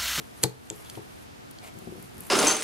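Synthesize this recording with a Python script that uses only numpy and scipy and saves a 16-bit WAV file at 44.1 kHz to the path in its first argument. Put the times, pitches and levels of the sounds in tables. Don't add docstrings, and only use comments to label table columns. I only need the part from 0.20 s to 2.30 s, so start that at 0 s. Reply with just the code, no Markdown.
import sys
import numpy as np
from scipy import signal
from scipy.fft import rfft, irfft, next_fast_len
from scipy.io import wavfile
from scipy.ndimage import map_coordinates

SR = 44100
rng = np.random.default_rng(int(sys.argv[2]) if len(sys.argv) > 2 else 0)


def attenuation_scalar(level_db):
    decades = np.asarray(level_db, float) / 20
    return 10 ** decades


def wav_record(signal):
    frames = np.transpose(np.atleast_2d(signal))
    bounded = np.clip(frames, -1, 1)
    quanta = np.round(bounded * 32767).astype(np.int16)
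    wavfile.write(sys.argv[1], SR, quanta)


N = 92610
BAND_TOP_HZ = 15500


def unit(x):
    return x / np.sqrt(np.mean(x ** 2) + 1e-20)


def along(points, hz):
    f, v = np.transpose(points)
    return np.interp(np.log(hz + 1), np.log(f + 1), v)


def wobble(rate):
    knots = rng.standard_normal(int(N * rate / SR) + 4)
    return map_coordinates(knots, [np.arange(N) * rate / SR])


def filtered(x, response):
    m = next_fast_len(N + SR // 2)
    hz = np.fft.rfftfreq(m, 1 / SR)
    return irfft(rfft(x, m) * response(hz), m)[..., :N]


def add(track, s, sound):
    part = track[round(s * SR):][:len(sound)]
    part += sound[:len(part)]


def rush(gain, alike):
    def mid_side_gain(hz):
        turn = np.arccos(np.clip(along(alike, hz), -1, 1)) / 2
        return gain(hz) * [np.cos(turn), np.sin(turn)]

    mid, side = filtered(rng.standard_normal((2, N)), mid_side_gain)
    return unit(np.array([mid + side, mid - side]))


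def resonances(peaks):
    def response(f):
        total = 0
        for k, (centre, width, db) in enumerate(peaks):
            total = total + (-1) ** k * attenuation_scalar(db) * 1j * f * width / (centre ** 2 - f ** 2 + 1j * f * width)
        return total

    return response


# f/Hz, density/dB per Hz
HISS = [(18, -45), (30, -3), (102, 0), (171, -5), (253, -3), (524, -10.5), (698, -10.5), (15000, -34)]
# f/Hz, likeness [-1..1]
ALIKE = [(60, 0.57), (180, -0.62), (550, -0.92), (1650, -0.6), (4970, 0.18), (15000, -0.6)]


def background():
    hiss_db = -44.5 + 0.4 * wobble(2.68)
    hiss = attenuation_scalar(hiss_db) * rush(lambda hz: attenuation_scalar(along(HISS, hz)) * (hz < BAND_TOP_HZ), ALIKE)
    table = resonances([(hz, 4 / t60, db) for hz, db, t60 in TABLE])
    hum_db = -57 - 0.5 * wobble(11.7)
    return hiss + attenuation_scalar(hum_db) * rush(lambda hz: np.abs(table(hz)), [(200, 0.31)])


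# t/s, level/dB
YARN = [(0, -57), (.14, -62.5), (.19, -52), (.3, -53), (.34, -63), (.46, -57.5), (.56, -53.5), (.66, -55.5),
        (.76, -54), (.81, -63), (1.03, -59), (1.08, -73), (1.55, -63.5), (1.82, -58), (1.92, -60.5),
        (1.97, -55), (2.029, -52), (2.07, -50.5)]
# f/Hz, density/dB per Hz
FIBRE = [(1000, -5), (2500, -9), (5000, -16.5), (8000, -11), (11000, -5.5), (13500, -13), (15500, -31)]


def yarn():
    grain_db = 1.5 * wobble(40) + 2 * wobble(300)
    pull_db = np.interp(np.arange(N) / SR, *np.transpose(YARN))
    rustle = rush(lambda hz: attenuation_scalar(along(FIBRE, hz)) * (hz < BAND_TOP_HZ), [(8000, 0.82)])
    return attenuation_scalar(pull_db + grain_db) * rustle


# t/s, peak level/dB, brightness/dB per octave, share of free ring time left by the hands
KNOCKS = [(.001, -34, 0, 0.31), (0.234, -24.5, 2, 0.21), (.24, -15, 1.5, 0.72), (.507, -28, 1.5, 0.63),
          (0.726, -48, -11, 0.36), (0.7736, -27.5, 3, 0.6), (1.234, -45.5, -3, 0.46), (1.554, -39, 1, 0.44),
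          (1.572, -36, 2, 0.49), (1.62, -37.5, 4, 0.61), (1.672, -28.5, 0, 0.44), (1.7, -35, -7, 0.17),
          (1.722, -31.5, 7, 0.35), (1.755, -33, 6, 0.3), (1.778, -37.5, 0, 0.77), (1.82, -39, -3.5, 0.92),
          (1.944, -42, 1, 0.79), (1.985, -35, -6, 0.3), (2.009, -39, -8, 0.58)]
# f/Hz, level/dB, t60/s
TABLE = [(127.1, 2, 0.36), (177.2, -10, .35), (237, -5.5, 0.072), (331.5, -3.5, 0.23), (381, -6.5, .18),
         (425, -6, 0.25), (460.9, -6, 0.19), (525, -10.5, 0.15), (584, -11.5, 0.074), (738, -7, 0.1),
         (851, -12.5, 0.15), (898, -12.5, .12), (1120, -18.5, 0.057), (1500, -16.5, 0.026)]
# f/Hz, level/dB, t60/s
LEANED_ON = [(129.7, -3, 0.41), (179.5, -3, 0.28), (224, -3, 0.23), (319.5, -5.5, 0.24), (371.3, -4, 0.3),
             (470, -10.5, .15), (700, -7, 0.076)]
LEAN_FROM_S = 1.5
CONTACT_MS, BRIGHT_TOP_HZ = 0.69, 380


def knocks():
    out, t = np.zeros(N), np.arange(SR // 2) / SR
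    push = np.sin(np.pi * np.clip(t[:400] * 1000 / CONTACT_MS, 0, 1)) ** 2
    for s, db, bright_db, free in KNOCKS:
        modes = LEANED_ON if s > LEAN_FROM_S else TABLE
        hz, table_db, t60 = np.transpose(modes)[..., None]
        tilt_db = bright_db * np.log2(np.minimum(hz, BRIGHT_TOP_HZ) / hz[0])
        level_db = table_db + tilt_db + rng.normal(0, 2, hz.shape)
        tuned_hz = hz * (1 + rng.normal(0, .006, hz.shape))
        decay = attenuation_scalar(level_db - 60 * t / (free * t60))
        onset = 1 - np.exp(-t / 0.00081)
        ring = (decay * np.sin(2 * np.pi * tuned_hz * t) * onset).sum(axis=0)
        sound = -np.convolve(ring, push)[:len(t)]
        add(out, s, attenuation_scalar(db) * sound / np.abs(sound).max())
    return out


# t/s, peak level/dB, centre of the ring f/Hz, spread/octaves, t60/s
TAPS = [(.226, -36, 8950, 0.54, .03), (0.2318, -18, 9900, 0.56, 0.041), (0.2334, -21, 2540, 0.41, 0.0083),
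        (0.2369, -1.5, 9250, 0.33, 0.0047), (.2373, -12.5, 4230, 0.27, 0.017),
        (0.2366, -17, 1340, 0.74, 0.023), (0.5014, -14.5, 7400, 0.1, 0.0052),
        (0.5009, -24.5, 3000, 0.38, 0.012), (0.5612, -34.5, 10300, 0.4, 0.014),
        (0.571, -42, 12500, 0.33, 0.01), (.648, -39, 6000, 0.87, .01), (.6985, -27.5, 6400, 0.84, .015),
        (0.7534, -36.5, 3300, 0.73, 0.018), (1.311, -33, 11300, 0.39, 0.011),
        (1.3114, -44, 4600, .9, 0.0099), (1.386, -34.5, 4530, 0.45, 0.012), (1.447, -50, 9000, .4, 0.012),
        (1.476, -42, 8500, 0.46, .015), (1.588, -38, 10600, 0.46, 0.0097),
        (1.826, -30.5, 11200, 0.48, 0.0074), (1.981, -34, 11900, .2, .01),
        (2.006, -23.5, 11900, 0.42, .006), (2.0108, -36, 12000, 0.26, .007),
        (2.066, -36.5, 11500, 0.42, 0.058)]
# f/Hz, level/dB
PEG = [(1500, -3.5), (2400, 4), (3200, 14.5), (4500, 12.5), (5400, -14), (6600, 8.5), (7500, 1.5),
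       (9000, -47), (10000, -5.5), (11100, 4), (12300, -4), (13600, -17)]
CRACK, RATTLE, RATTLE_LASTS = 0.75, 0.11, 6.2


def taps():
    out, t = np.zeros(N), np.arange(4096) / SR
    hz, peg_db = np.transpose(PEG)
    noise_hz = np.fft.rfftfreq(len(t), 1 / SR)
    for s, db, centre_hz, spread, t60 in TAPS:
        def near(f):
            octaves = np.log2((f + 1) / centre_hz)
            return np.exp(-.5 * (octaves / spread) ** 2) * (f < BAND_TOP_HZ)

        gains = near(hz) * attenuation_scalar(peg_db + rng.normal(0, 2, len(hz)))
        tuned_hz = hz * (1 + rng.normal(0, .03, len(hz)))
        ring = gains @ np.sin(2 * np.pi * tuned_hz[:, None] * t) / gains.sum()
        crack = .5 * unit(irfft(rfft(rng.standard_normal(len(t))) * near(noise_hz)))
        sound = (ring + CRACK * crack) * attenuation_scalar(-60 * t / t60)
        sound += RATTLE * crack * attenuation_scalar(-60 * t / (RATTLE_LASTS * t60))
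        sound *= 1 - np.exp(-t / 0.00005)
        add(out, s, attenuation_scalar(db) * sound / np.abs(sound).max())
    return out


def stroke(start_s, len_s, db, peaks):
    u = np.clip((np.arange(N) / SR - start_s) / len_s, 0, 1)
    slips_per_s = 1200
    slips = (rng.random(N) < slips_per_s / SR) * rng.standard_normal(N)
    slips += 0.15 * rng.standard_normal(N)
    swell = np.sin(np.pi * u) ** 0.75
    return attenuation_scalar(db + 1.6 * wobble(59.15)) * swell * unit(filtered(slips, resonances(peaks)))


def yarn_squeak():
    return stroke(.64, 0.051, -54, [(3540, 500, 0)])


# f/Hz, width/Hz, level/dB
SCRAPED = [(720, 91, 1.5), (1560, 160, -12), (2230, 450, -9), (4970, 3900, -20.5), (9200, 3700, -18)]


def hook_scrape():
    return stroke(1.422, 0.081, -44.5, SCRAPED)


def ports(x, lean_db, lag_rad):
    half = attenuation_scalar(lean_db / 2) * np.exp(-.5j * lag_rad)
    return filtered(x, lambda hz: np.array([[half], [1 / half]]) * (hz > 0))


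# f/Hz, t60/s
ROOM = [(200, 0.27), (2000, 0.43), (10000, .15)]


def room(x):
    hz, t, z = signal.stft(rng.standard_normal((2, SR // 2)), SR, nperseg=256)
    fading = z * attenuation_scalar(-60 * t / along(ROOM, hz)[:, None])
    tail = signal.istft(fading, SR, nperseg=256)[1]
    late = np.pad(x, (200, 0))[None]
    return signal.fftconvolve(late, tail / np.linalg.norm(tail[0]), axes=1)[:, :N]


def scene():
    booms = knocks()
    rubs = yarn_squeak() + hook_scrape()
    ticks = taps() + filtered(rubs, lambda hz: hz < BAND_TOP_HZ)
    loom = ports(ticks, lean_db=1.5, lag_rad=1.3) + ports(booms, lean_db=7.5, lag_rad=0.79)
    echo = room(attenuation_scalar(-15.5) * ticks + attenuation_scalar(-9.5) * booms)
    return loom + echo + yarn() + background()


def low_pass(x):
    return signal.sosfilt(signal.butter(12, 16660, fs=SR, output="sos"), x)


BASS_CUT_HZ, TOP_HZ = 75, 16500
DUCK_S, DUCK_DB, DUCK_RISE_S, DUCK_BACK_S = .24, -5.5, 0.047, 0.26


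def record(dry):
    x = filtered(dry, lambda hz: (1j * hz / (BASS_CUT_HZ + 1j * hz)) ** 2 * (hz < TOP_HZ))
    t = np.maximum(np.arange(N) / SR - DUCK_S, 0)
    duck_db = DUCK_DB * (1 - np.exp(-t / DUCK_RISE_S)) * np.exp(-(t / DUCK_BACK_S) ** 2)
    return low_pass(x * attenuation_scalar(duck_db))


dry = scene()
out = record(dry)
wav_record(out)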